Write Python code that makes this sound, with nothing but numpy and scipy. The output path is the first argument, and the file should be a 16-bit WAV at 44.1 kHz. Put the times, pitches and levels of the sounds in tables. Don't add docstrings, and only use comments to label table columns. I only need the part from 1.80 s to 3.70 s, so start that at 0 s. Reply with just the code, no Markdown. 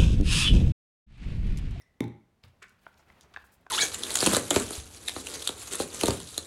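import sys
import numpy as np
from scipy import signal
from scipy.fft import rfft, irfft
from scipy.io import wavfile
from scipy.ndimage import uniform_filter1d

SR = 44100
rng = np.random.default_rng(int(sys.argv[2]) if len(sys.argv) > 2 else 0)


def dump_mix(stems):
    frames = np.atleast_2d(stems).T
    limited = np.clip(frames, -1, 1)
    pcm = np.round(limited * 32767).astype(np.int16)
    wavfile.write(sys.argv[1], SR, pcm)


def volts_from_decibels(level):
    exponent = np.asarray(level, float) / 20
    return 10 ** exponent


N = 83790

# (time [s], table thud [dB], plastic crack [dB])
LANDINGS = [
    (0.2053, -26.5, -26.5),
    (0.2404, -60, -41.5),
    (0.28, -46, -50),
]
# (frequency [Hz], level [dB], t60 [s])
TABLE_MODES = [(84.4, -12, 0.34), (117.2, -3, .27), (167.3, -2.5, 0.31), (221.3, -7, 0.32854),
               (252.7, 18, 0.023), (283, -10.5, 0.31), (338.4, -10.5, 0.28), (367, -15, .26),
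               (432.06, -15, 0.27), (501, -27, 0.18), (654, -24, 0.16), (809, -17.5, 0.31),
               (875, -15.5, 0.16), (1011, -22.5, .15)]
# (frequency [Hz], level [dB], t60 [s])
BOTTLE_MODES = [(1400, -8.5, 0.0046), (2160, -3.5, 0.018), (3546, -4.5, 0.014), (5950, -16.5, 0.015),
                (8700, -35, 0.0045), (13000, -36, .003)]
# (time [s], peak level [dB], pitch [Hz], low ring [dB])
TAPS = [
    (0.8405, -41, 1650, -11.5),
    (0.905, -51, 1458, -18),
    (1.0655, -34, 1435, -3),
    (1.194, -55.5, 1400, -2),
    (1.3005, -45, 2035, -6),
    (1.5621, -26.5, 1670, -15.5),
    (1.5707, -32.5, 1655, -3.5),
    (1.640, -49.5, 1480, -2),
    (1.865, -39.5, 1576, 0.5),
]
# (ratio to tap pitch, level [dB], t60 [s])
BOWL_LOW_MODES = [(0.259, -3.5, 0.02245), (0.481, 0, 0.048), (.64, 2.5, .031)]
# (ratio to tap pitch, level [dB], t60 [s])
BOWL_HIGH_MODES = [(1., 4.5, 0.021), (1.56, -7.5, 0.016), (2.25, -10, 0.0077), (3.75, -23, 0.0073)]
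# (time [s], length [s], level [dB], centre [Hz], width [share of centre])
CRACKLES = [(0.017, 0.0098, -66.5, 5520, 0.13), (0.633, 0.013, -68.5, 4600, 0.25),
            (.638, 0.0013, -48, 3060, 0.58), (0.6816, .007, -74.5, 8500, 0.54),
            (0.818, 0.032, -52, 1585, 0.61), (.823, 0.019, -55.5, 2700, 0.61),
            (0.821, 0.015, -62, 385, 0.32), (0.822, 0.01539, -58.5, 6740, 0.7),
            (0.8418, 0.0052, -71.5, 11500, 1.1), (0.882, 0.0047, -67, 6200, 0.55),
            (0.8937, .003, -63.5, 5700, 1.5), (0.9, 0.0034, -74, 5540, 1.01),
            (0.992, 0.004528, -73.5, 4023, 0.89), (1.142, 0.0027, -66, 4100, 0.751),
            (1.182, .003, -68.5, 13280, 0.43), (1.2622, 0.0022, -76, 13700, 0.29),
            (1.4098, 0.0015, -50, 4630, 1.2), (1.496, 0.00289, -76, 6200, 0.365),
            (1.538, 0.018, -60, 3700, 1.0566), (1.538, 0.011, -53.5, 1210, 1.1),
            (1.561, 0.005283, -62, 3975, 0.825), (1.5697, 0.0053, -55, 3700, 0.58),
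            (1.8671, .003, -70, 5586, 0.46)]
# (time [s], length [s], level [dB], centre [Hz], width [share of centre])
FIZZ = [(.007, 0.027, -76, 10100, 0.41), (0.651, 0.09, -81, 2720, 0.61), (0.843, 0.14, -80, 4700, 1.2),
        (1.008, 0.053, -79.5, 13000, 1.2), (1.075, 0.03829, -80.5, 13000, 0.79),
        (1.167, 0.062, -74, 5200, 0.931), (1.316, 0.018, -92, 11000, 1.102),
        (1.407, 0.041, -66, 5360, 0.67), (1.643, 0.049, -71.5, 10600, 1.227),
        (1.715, 0.063, -69.5, 11600, 1.123), (1.806, 0.01825, -79.5, 13000, 0.884)]
# (time [s], peak level [dB], pitch [Hz])
ROCKS = [
    (.6385, -48, 87.8),
    (0.6801, -57.5, 81),
    (1.061, -60, 104.2),
    (1.3, -60, 74.8),
    (1.54, -57, 70),
    (1.63, -55, 69),
    (1.762, -64, 67),
]
# (time [s], level [dB], brightness [dB])
STIR = [(0.598, -116, -13), (0.638, -69.5, 12), (0.701, -78.5, 12.5), (.76, -73.5, -6), (.81, -85.5, 11),
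        (0.849, -89, 8), (.92, -79, 8), (.98, -85, 10), (1.05, -78.5, 15), (1.15, -72.5, 6.5),
        (1.199, -66, 4.5), (1.25, -71.5, 4), (1.309, -64.5, 5), (1.378, -66.5, 3), (1.48, -65.5, -1.5),
        (1.60, -68.5, 7.5), (1.72, -71.5, 3), (1.9, -75.5, 4)]
# (frequency [Hz], density [dB per Hz])
SMEAR_SPECTRUM = [(41, -29), (71, 4.5), (121, -7.5), (331, -9.5), (801, -11), (2301, -21), (6001, -34),
                  (15000, -38.5)]
# (frequency [Hz], width [Hz], level [dB], t60 [s])
LEFTOVER = [
    (1980, 100.95, -66.5, 0.61),
    (3700, 300, -78, 0.3),
]
# (frequency [Hz], density [dB per Hz])
AIR_SPECTRUM = [(15, -109), (25, -9.5), (127, -8.5), (166, -9), (223, -9.5), (263, -15), (317, -16.5),
                (1190, -25), (16000, -45.5)]
# (centre [Hz], level [dB], t60 [s])
ROOM_BANDS = [(123.12, -19.5, 0.36), (365, -18.5, 0.29), (1081.1, -13, 0.49), (2549.6, -11, 0.39),
              (6270, -5, 0.15), (12001, -19, 0.19)]


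def unit(x):
    return x / np.sqrt(np.mean(x ** 2))


def band(x, hz, width):
    return signal.lfilter(*signal.iirpeak(min(hz, 0.45 * SR), max(hz / width, 0.3), fs=SR), x)


def colour(points):
    hz, db = np.transpose(points)
    bins = np.fft.rfftfreq(N, 1 / SR)
    gain = volts_from_decibels(np.interp(np.log(bins + 1), np.log(hz), db))
    return unit(irfft(rfft(rng.standard_normal(N)) * gain, N))


def walk(rate):
    k = int(SR / rate)
    steps = np.repeat(rng.standard_normal(N // k + 1), k)
    return 1.88 * uniform_filter1d(uniform_filter1d(steps, k), k)[:N]


def ring(modes, push_s, rough=0.0):
    t = np.arange(SR // 2) / SR
    x = 0
    for hz, db, t60 in modes:
        drift = walk(75.7)[:len(t)] + 1j * walk(67.6)[:len(t)]
        waver = 1 + rough * min(hz / 300, 1) * np.clip(t / 0.012, 0, 1) * drift
        decay = np.exp(-np.log(1000) * t / t60)
        x = x + volts_from_decibels(db) * np.imag(waver * np.exp(2j * np.pi * hz * t)) * decay
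    push = np.clip(t / push_s, 0, 1)
    x = x * push * push * (3 - 2 * push)
    return x / np.abs(x).max()


def add(out, s, x):
    i = int(s * SR)
    out[i:i + len(x)] += x[:N - i]


def bottle():
    crack_s, thud_lag_s, thud_push_s, thud_rough = 0.0022, 0.0018, 0.0026, 0.33006
    mic_low_hz = 99
    out, t = np.zeros(N), np.arange(SR // 8) / SR
    for s, thud_db, crack_db in LANDINGS:
        grit = rng.standard_normal(len(t)) * np.exp(-(t / crack_s) ** 2)
        crack = volts_from_decibels(-24.5) * grit
        for hz, db, t60 in BOTTLE_MODES:
            crack = crack + volts_from_decibels(db) * band(grit, hz, 2.8 / t60) * np.sqrt(t60 * 100)
        add(out, s, volts_from_decibels(crack_db) * 4 * crack)
        thud = ring(TABLE_MODES, thud_push_s, thud_rough)
        add(out, s + thud_lag_s, volts_from_decibels(thud_db + 10) * thud)
    return signal.sosfilt(signal.butter(2, mic_low_hz, "high", fs=SR, output="sos"), out)


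def taps():
    push_s, choke_s = 0.00092, 0.0072
    out, t = np.zeros(N), np.arange(SR // 2) / SR
    choke = np.exp(-(t / choke_s) ** 3)
    for s, db, pitch, low_db in TAPS:
        low = [(ratio * pitch, level + low_db, t60) for ratio, level, t60 in BOWL_LOW_MODES]
        high = [(ratio * pitch, level, t60) for ratio, level, t60 in BOWL_HIGH_MODES]
        add(out, s, -volts_from_decibels(db) * ring(low + high, push_s) * choke)
    return out


def crackles():
    scatter_db, patchy_db, size = 2.5, 2, 4000
    out, t = np.zeros(N), np.arange(size) / SR
    for s, length, db, hz, share in list(CRACKLES) + list(FIZZ):
        ticks = rng.standard_normal(size)
        uneven_db = scatter_db * rng.exponential(size=size) + patchy_db * walk(250)[:size]
        swarm = ticks * volts_from_decibels(uneven_db) * np.sin(np.pi * np.clip(t / length, 0, 1) ** 0.49)
        tone = band(band(swarm, hz, share * hz), hz, share * hz)
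        add(out, s, volts_from_decibels(db) * unit(tone) * np.sqrt(length / t[-1]))
    return out


def rocking():
    push_s, rough = 0.0073, 0.26
    out = np.zeros(N)
    for s, db, hz in ROCKS:
        modes = [(hz, 0, 0.2), (1.32 * hz, -6, 0.15), (2.7 * hz, -14, 0.1)]  # (Hz, dB, t60 s)
        add(out, s, volts_from_decibels(db) * ring(modes, push_s, rough))
    return out


def smear():
    flicker_db, split_hz = 1.5, 2500
    t = np.arange(N) / SR
    times, effort, bright = np.transpose(STIR)
    effort_db = np.interp(t, times, effort, left=-120)
    bright_db = np.interp(t, times, bright)
    split = signal.butter(2, split_hz, fs=SR, output="sos")
    low = signal.sosfilt(split, colour(SMEAR_SPECTRUM))
    high = colour(SMEAR_SPECTRUM)
    high = high - signal.sosfilt(split, high)
    low = low * volts_from_decibels(flicker_db * walk(90))
    high = high * volts_from_decibels(bright_db + flicker_db * walk(120))
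    return volts_from_decibels(effort_db + 1.5) * (low + high)


def leftover():
    t, out = np.arange(N) / SR, np.zeros(N)
    for hz, width, db, t60 in LEFTOVER:
        out += volts_from_decibels(db - 60 * t / t60) * unit(band(rng.standard_normal(N), hz, width))
    return out


def room(x):
    build_s = 0.012
    t = np.arange(SR * 3 // 4) / SR
    tail = np.zeros(len(t))
    for hz, db, t60 in ROOM_BANDS:
        tail += volts_from_decibels(db - 60 * t / t60) * unit(band(rng.standard_normal(len(t)), hz, hz))
    return signal.fftconvolve(x, tail * np.clip(t / build_s, 0, 1) ** 2 / 60)[:N]


def air():
    return colour(AIR_SPECTRUM) * volts_from_decibels(-69.5 + walk(3.98))


def scene():
    tap_wet_db = -6
    thud = bottle()
    knocks = taps()
    rest = thud + crackles() + rocking()
    wet = room(rest + volts_from_decibels(tap_wet_db) * knocks)
    return (knocks + rest + wet + smear() + leftover() + air())[None]


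def low_pass(x):
    return signal.sosfilt(signal.butter(12, 16640, fs=SR, output="sos"), x)


def record(dry):
    return low_pass(dry)


dry = scene()
out = record(dry)
dump_mix(out)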